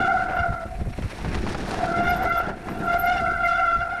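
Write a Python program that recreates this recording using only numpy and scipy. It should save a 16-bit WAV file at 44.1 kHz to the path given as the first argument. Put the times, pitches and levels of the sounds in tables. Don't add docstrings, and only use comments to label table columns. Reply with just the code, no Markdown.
import sys
import numpy as np
from scipy.fft import rfft, irfft, next_fast_len
from scipy.io import wavfile
from scipy.ndimage import uniform_filter1d, minimum_filter1d, map_coordinates

SR = 44100
rng = np.random.default_rng(int(sys.argv[2]) if len(sys.argv) > 2 else 0)


def output_pcm(signal):
    pcm = np.clip(np.atleast_2d(signal).T, -1, 1) * 32767
    wavfile.write(sys.argv[1], SR, np.round(pcm).astype(np.int16))


N = 176400


def amp(db):
    return 10 ** (np.asarray(db) / 20)


def unit(x):
    return x / np.sqrt(np.mean(np.abs(x) ** 2) + 1e-20)


def clock():
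    return np.arange(N) / SR


def along(points, hz):
    freqs, values = np.transpose(points)
    return np.interp(np.log(hz + 1), np.log(freqs + 1), values)


def curves(rows):
    times, *columns = np.transpose(rows)
    return [np.interp(clock(), times, column) for column in columns]


def wobble(rate):
    return map_coordinates(rng.standard_normal(8192), [clock() * rate], mode="wrap")


def filtered(x, response):
    size = next_fast_len(N + 8192)
    return irfft(rfft(x, size) * response(np.fft.rfftfreq(size, 1 / SR)), size)[..., :N]


# frequency in Hz, left-right coherence (1 is mono).
COHERENCE = [(90, 1), (180, .999999), (1400, .99999), (2200, .9996), (4000, .992), (9000, .988),
             (11000, .985), (13000, .65)]


def noise(colour, grain_db=0):
    def mid_side_gains(hz):
        width = np.arccos(np.clip(along(COHERENCE, hz), -1, 1)) / 2
        return amp(along(colour, hz)) * [np.cos(width), np.sin(width)]

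    white = rng.standard_normal((2, N)) * amp(grain_db * wobble(700))
    mid, side = filtered(white, mid_side_gains)
    return unit(np.array([mid + side, mid - side]))


def rotor(pitch, partials, rough, jitter, jitter_rate, flutter_db, flutter_rate, scatter, shift_hz=0):
    phase = 2 * np.pi * np.cumsum(pitch * (1 + jitter * rough * wobble(jitter_rate))) / SR
    falter = np.tanh(0.42 * amp(flutter_db * rough * wobble(flutter_rate)))
    shift = 2 * np.pi * shift_hz * clock()
    out = np.zeros(N)
    for k, db in partials:
        order = min(k, 4)
        spread = scatter * rough * order
        blur = 1 + spread * (wobble(55 * order) + 1j * wobble(55 * order))
        flare = amp(4 * wobble(45) * (k > 2))
        drift = 0.23 * order * wobble(15) - k * np.pi / 2
        grip = unit(blur * falter * flare / np.sqrt(1 + 2 * spread ** 2))
        out += amp(db) * np.sqrt(2) * np.imag(grip * np.exp(1j * (k * phase + drift + shift)))
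    return out


# time in seconds, then relative
# levels in dB of the fundamental, the octave, the third partial and the upper partials.
PULLS = [
    [(0.0, -24, -22.5, -40, -44), (0.016, -25.5, -25.5, -40, -40), (0.086, -21, -22, -39, -49.5),
     (0.29, -27.5, -32, -53, -62), (0.332, -25.5, -33.5, -45, -54), (0.374, -23, -27.5, -44, -54),
     (0.402, -26, -27.5, -32, -42), (0.466, -22.5, -29.5, -48, -61), (0.524, -34, -35.5, -55, -69),
     (0.552, -36.5, -34, -44, -72), (0.634, -33, -42.5, -53, -67), (0.684, -47, -42, -71, -73),
     (0.706, -41, -56, -58, -59), (0.718, -37, -58, -73, -73), (0.8, -45, -65, -71, -69)],
    [(1.7, -34, -52, -63, -47), (1.844, -26, -40.5, -51, -55), (1.914, -31, -27, -47, -70),
     (1.986, -25.5, -26, -32, -37.5), (2.006, -17.5, -33.5, -37, -52), (2.052, -30.5, -24, -33, -41.5),
     (2.114, -22.5, -27, -32, -40.5), (2.146, -26, -35.5, -49, -47), (2.194, -32, -29.5, -38, -48),
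     (2.248, -24, -34.5, -46, -59.5), (2.316, -30.5, -16.5, -28, -40.5), (2.332, -33, -28.5, -35, -42),
     (2.396, -28.5, -23.5, -36, -50), (2.522, -44, -44, -64, -56), (2.544, -32.5, -46, -66, -77),
     (2.58, -47, -58, -73, -72)],
    [(2.68, -44, -47.5, -53.5, -54), (2.724, -42, -51, -62, -59), (2.778, -38.5, -45, -53, -54),
     (2.808, -43.5, -41, -66, -74), (2.888, -25, -24, -37.5, -48.5), (2.94, -25, -29, -30, -40),
     (2.958, -20.5, -28.5, -33, -55), (3.01, -28.5, -31.5, -48, -56), (3.05, -21, -25, -33.5, -47.5),
     (3.072, -18.5, -21, -27, -38), (3.164, -28, -32, -42, -43), (3.18, -28.5, -29.5, -26, -33.5),
     (3.23, -25.5, -29.5, -51, -50.5), (3.264, -27.5, -23.5, -34, -48.5), (3.414, -31.5, -27.5, -46, -52),
     (3.448, -26, -21.5, -27, -44), (3.606, -27, -25, -32.5, -41.5), (3.62, -29.5, -22.5, -38, -45),
     (3.756, -32.5, -20.5, -38.5, -44), (3.778, -39.5, -31, -44, -55), (3.826, -30, -24.5, -44.5, -47),
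     (3.886, -34.5, -33.5, -53, -76), (3.904, -35, -32, -42.5, -49), (4.0, -31.5, -33, -42, -57)],
]
# harmonic number, dB against the upper partials' envelope.
UPPER_PARTIALS = [(4, -0.5), (5, -6), (6, -18), (7, -12), (8, -17), (9, -21.5), (10, -23.5), (13, -25.5)]
# time in seconds, pitch in Hz.
HOWL_PITCH = [(0, 702), (.13, 694.1), (.27, 680.7), (.42, 696), (.5, 687), (.66, 666.8), (.8, 689.4),
              (1.9, 682.2), (2.0, 697), (2.12, 708.2), (2.2, 686.2), (2.42, 686.5), (2.6, 677),
              (2.9, 693.1), (3.05, 700), (3.14, 718.5), (3.2, 684.9), (3.27, 682), (3.46, 695), (3.62, 690),
              (3.75, 678), (3.82, 697.5), (3.87, 676.6), (3.93, 709.3), (4, 697)]
# time in seconds, relative level in dB.
SECOND_GRIP = [(0, 3), (.27, 6), (.4, 1.5), (.7, -2.5), (1.8, 3.5), (2, -6), (2.12, -6), (2.24, 9.5),
               (2.32, -9), (2.45, 4), (2.9, -7), (3.08, -7), (3.2, -1.5), (3.35, 0), (3.5, -10), (3.6, 0),
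               (3.74, -8), (3.95, -1)]
# frequency in Hz, gain in dB.
RASP_EQ = [(300, -64), (600, 11.5), (1000, -8), (1750, 7.5), (2500, -11), (4000, -10), (6000, -34),
           (9000, -36), (12000, -37), (15500, -33)]
SECOND_MEAN_HZ, SECOND_TILT_DB_PER_OCTAVE = 742.2, -8


def brakes():
    fundamental_db, octave_db, third_db, upper_db = curves(np.vstack(PULLS))
    third_db = np.minimum(third_db, octave_db - 6.5)
    upper_db = np.minimum(upper_db, octave_db - 8)
    pitch, = curves(HOWL_PITCH)
    grip_db, = curves(SECOND_GRIP)
    totals = [(1, fundamental_db + 0.5), (2, octave_db + 1), (3, third_db + 1)]
    totals += [(round(k), upper_db + db) for k, db in UPPER_PARTIALS]
    main_partials, second_partials, sum_partials = [], [], []
    sum_db = grip_db - 8
    for k, total_db in totals:
        second_db = grip_db - 0.5 + SECOND_TILT_DB_PER_OCTAVE * np.log2(k)
        main_db = total_db - 10 * np.log10(1 + amp(second_db) ** 2 + (k > 1) * amp(sum_db) ** 2)
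        main_partials.append((k, main_db))
        second_partials.append((k, main_db + second_db))
        sum_partials.append((k, main_db + sum_db))
    main = rotor(pitch, main_partials, rough=amp(0.45 * grip_db),
                 jitter=0.011, jitter_rate=170, flutter_db=2.5, flutter_rate=120, scatter=0.3)
    second = rotor(SECOND_MEAN_HZ * pitch / pitch.mean(), second_partials[:4], rough=0.918,
                   jitter=0.01612, jitter_rate=90, flutter_db=2.5, flutter_rate=70, scatter=0.9)
    sum_tones = rotor(pitch, sum_partials[1:5], rough=0.895, shift_hz=SECOND_MEAN_HZ - pitch.mean(),
                      jitter=0.014, jitter_rate=90, flutter_db=4, flutter_rate=38, scatter=0.6)
    rasp = amp(upper_db - 3) * noise(RASP_EQ)
    let_go, pull = PULLS[0][-1][0], PULLS[1][0][0]
    duck = np.interp(clock(), [let_go, let_go + 0.22, pull - 0.05, pull, pull + 0.19],
                     [0.99, 0.14, 0.11, 0.67, 1])
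    return duck * (main + second + sum_tones + rasp)


# time in seconds, relative level in dB.
RUMBLE_FADER = [(0, -20.5), (.08, -31.5), (.5, -41.5), (.6, -45), (.75, -47), (.95, -54), (1.11, -50),
                (1.16, -35.5), (1.4, -32), (1.6, -29), (1.8, -30.5), (2.06, -28.5), (2.3, -32.5),
                (2.4, -41), (2.49, -28), (2.56, -40), (2.76, -28), (3, -36), (3.3, -35.5), (3.6, -42.5),
                (4, -43.5)]
SCRUB_FADER = [(0.0, -46), (0.27, -43), (0.3, -37), (0.83, -60.5), (1.51, -44), (1.55, -43), (1.61, -42.5),
               (1.85, -37.5), (1.86, -42.5), (2.27, -38), (2.29, -50), (2.49, -37), (2.54, -50.5),
               (2.86, -42.5), (3.73, -57.5), (4.0, -47)]
CRUNCH_FADER = [(0.02, -52.5), (0.86, -64.5), (0.99, -56), (1.68, -47.5), (1.72, -45.5), (1.78, -46.5),
                (1.89, -47), (2.04, -56), (2.07, -49.5), (2.49, -55.5), (2.52, -65.5), (2.95, -53),
                (2.99, -59), (3.1, -52.5), (3.43, -60.5), (3.48, -47), (3.58, -60), (4.0, -64.5)]
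HISS_FADER = [(0, -70), (.6, -62.5), (.85, -63), (1.2, -58.5), (1.7, -76), (2.05, -69), (2.5, -73),
              (2.65, -61), (2.9, -61), (4, -65.5)]
# frequency in Hz, gain in dB.
RUMBLE_EQ = [(30, -7.5), (100, -2), (160, -1.5), (205, 3.5), (265, -4.5), (335, 0.5), (440, -5.5),
             (520, -15), (900, -20), (2500, -73)]
SCRUB_EQ = [(200, -31), (500, 4), (750, 5), (1100, -2), (1600, 0.5), (2100, -9.5), (2600, -13), (3200, -21),
            (6000, -45)]
CRUNCH_EQ = [(1200, 6.5), (2500, 2.5), (3800, 5.5), (5500, 1.5), (7800, -7), (9000, -5), (11000, -12.5),
             (12800, -20), (14000, -40), (15700, -47)]
HISS_EQ = [(3000, -33), (5500, -6), (7500, 0.5), (9000, 0.5), (10500, 0), (12000, -5.5), (14000, -10),
           (15700, -29)]


def tyres():
    bumps = wobble(35.46)
    rumble = amp(curves(RUMBLE_FADER)[0] - 2 + 1.67 * bumps) * noise(RUMBLE_EQ, grain_db=5)
    scrub = amp(curves(SCRUB_FADER)[0] + 5 + 2.42 * bumps) * noise(SCRUB_EQ, grain_db=3.5)
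    crunch_db = curves(CRUNCH_FADER)[0] + 4.5 + 1.93 * bumps + 1.8 * wobble(120)
    crunch = amp(crunch_db) * noise(CRUNCH_EQ, grain_db=1)
    hiss = amp(curves(HISS_FADER)[0] + 1.3 * wobble(120)) * noise(HISS_EQ, grain_db=2)
    return rumble + scrub + crunch + hiss


# time in seconds, level in dB.
WHIRR_FADER = [(0, -50), (.6, -55.5), (.9, -49), (1.3, -40), (1.9, -48), (2.3, -69), (2.55, -51.5),
               (2.8, -46), (3.3, -54), (4, -47)]
# frequency in Hz, gain in dB.
WHIRR_EQ = [(900, 0.5), (1400, 0), (2100, 1.5), (2600, -0.5), (3100, -12), (4400, -10.5), (4800, -27),
            (5350, -23), (5540, -7), (5750, -19), (8500, -51), (8950, -17), (9400, -26), (15000, -66)]


def wheels():
    return amp(curves(WHIRR_FADER)[0] + 3.1 * wobble(60)) * noise(WHIRR_EQ, grain_db=-2)


# time in seconds, level in dB.
WIND_FADER = [(0, -42), (.3, -37.5), (.5, -40), (.6, -40.5), (.88, -28.5), (.95, -36), (1.06, -29.5),
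              (1.12, -41.5), (1.28, -27.5), (1.5, -27.5), (1.85, -51), (2.0, -36), (2.25, -35.5),
              (2.7, -40.5), (3.2, -35), (3.7, -43), (3.8, -29.5), (3.9, -41), (4, -52)]
# start in seconds, length in seconds, level in dB.
THUMPS = [(0, 0.084, -39), (0.392, 0.029, -29), (0.481, 0.053, -26.5), (0.801, 0.0266, -26),
          (0.855, 0.054, -28.5), (0.972, 0.022, -23), (1.011, 0.056, -27), (1.24, 0.042, -29),
          (1.269, 0.051, -32), (1.962, 0.17, -31), (2.193, 0.077, -35), (3.22, .03, -35)]
# frequency in Hz, gain in dB.
WIND_EQ = [(10, 3.5), (25, 0), (45, 5.5), (80, -2.5), (120, -5.5), (200, -12.5), (400, -23.5), (1000, -65)]
THUMP_EQ = [(15, 6), (40, 8.5), (80, 10.5), (130, 4.5), (200, 1.5), (300, -13), (500, -12), (1000, -32),
            (3000, -90)]


def wind():
    t = clock()
    attack_s, release_s = 0.005, 0.012
    bed = amp(curves(WIND_FADER)[0] + 0.81 * wobble(18)) * noise(WIND_EQ)
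    gusts = np.zeros(N)
    for start, length, db in THUMPS:
        ramps = np.minimum((t - start) / attack_s, (start + length - t) / release_s + 1)
        gusts += amp(db) * np.clip(ramps, 0, 1)
    return bed + gusts * noise(THUMP_EQ)


# peak time in seconds, relative level in dB.
CHIRPS = [(0.361, -59), (1.688, -58), (2.043, -57), (2.1, -41.5), (2.171, -47.5), (2.234, -47.5),
          (2.298, -54), (2.383, -41.5), (2.705, -58), (2.727, -58), (2.79, -60), (2.858, -58), (2.93, -59),
          (2.999, -34), (3.012, -44), (3.06, -43.5), (3.458, -53)]
# frequency in Hz, rough width in Hz, relative level in dB.
ROTOR_MODES = [(11350, 450, -17), (12030, 220, -8), (12690, 110, 5), (12950, 220, -2), (13400, 400, -17)]
# frequency in Hz, mean phase lead of the left in radians.
CHIRP_LEAD = [(11400, .25), (12000, 1.3), (12700, 1.4)]


def chirps():
    t = clock()
    rise_s, fall_s = 0.0066, 0.009
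    touch = sum(amp(db) * np.exp(-np.maximum((peak - t) / rise_s, (t - peak) / fall_s))
                for peak, db in CHIRPS)
    ring = np.zeros((2, N))
    for hz, width, db in ROTOR_MODES:
        phase = 2 * np.pi * hz * t + 1.8 * wobble(width)
        lead = along(CHIRP_LEAD, hz) * (1 + 0.38 * wobble(300))
        left, right = amp(-2.6 * lead) * np.cos(phase + lead), np.cos(phase)
        ring += amp(db) * (1 + 0.21 * wobble(width)) * np.array([left, right])
    return amp(4) * touch * unit(ring)


# start in seconds, level in dB, treble tilt in dB per octave.
THUDS = [(.655, -23.5, 2.5), (0.812, -18, -1), (.872, -20.5, -0.5), (.985, -18, 3.5), (1.027, -25, 1.5),
         (1.13, -30, 7)]
# frequency in Hz, relative level in dB, seconds to fall 60 dB.
FRAME_MODES = [(108.4, 1.5, 0.078), (199, -1.5, .06), (317, -3, 0.036), (556, -3, 0.021), (830, -25, .031),
               (1050, -27, .024)]


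def thuds():
    out = np.zeros(N)
    for start, db, tilt_db in THUDS:
        age = np.maximum(clock() - start, 0)
        attack = 1 - np.exp(-age / 0.0013)
        for hz, mode_db, t60 in FRAME_MODES:
            decay = amp(mode_db + tilt_db * np.log2(hz / 200) - 60 * age / t60)
            detuned_hz = hz * (1 + 0.058 * rng.standard_normal())
            out += amp(db) * attack * decay * np.sin(2 * np.pi * detuned_hz * age)
    return out


# start in seconds, level in dB, treble tilt in dB per octave,
# seconds to fall 60 dB.
CLACKS = [(1.023, -37, 2, 0.08), (1.183, -32, 0, 0.11), (1.245, -21.5, -4.5, 0.1), (1.345, -29, 0.5, .12),
          (1.465, -23, -2, 0.081), (1.518, -30.5, 2.5, 0.068), (1.546, -18.5, -2.5, .06),
          (1.687, -26, -3.5, .06), (1.709, -26.5, 3.5, 0.042), (1.743, -19, -1, 0.019),
          (1.784, -22.5, -4, 0.073), (1.837, -23.5, -2.5, .09), (2.481, -34, -0.5, 0.12),
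          (2.685, -27, -2.5, 0.049), (2.939, -23, -2, 0.039)]
# frequency in Hz, gain in dB.
CLACK_EQ = [(100, 3), (350, -3.5), (800, 7), (1500, 1), (2500, -5), (4500, -10), (7500, -22), (10000, -28),
            (15000, -82)]


def rattles():
    out = np.zeros((2, N))
    for start, db, tilt_db, t60 in CLACKS:
        age = np.maximum(clock() - start, 0)
        attack = np.minimum(age / 0.001, 1)
        tilted_eq = [(hz, gain_db + tilt_db * np.log2(hz / 1000)) for hz, gain_db in CLACK_EQ]
        out += amp(db - 60 * age / t60) * attack * noise(tilted_eq, grain_db=4.5)
    return out


def scene():
    return brakes() + chirps() + tyres() + wheels() + rattles() + thuds() + wind()


def record(dry):
    ceiling, hold_s, top_hz = 0.22, 0.0022, 15700
    hold = int(hold_s * SR)
    needed_gain = np.minimum(1, ceiling / (np.abs(dry).max(axis=0) + 1e-9))
    gain = uniform_filter1d(minimum_filter1d(needed_gain, hold), hold)
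    fades = np.interp(clock(), [0, 0.003, N / SR - 0.003, N / SR], [0, 1, 1, 0])
    return filtered(dry * gain * fades, lambda hz: hz < top_hz)


dry = scene()
out = record(dry)
output_pcm(out)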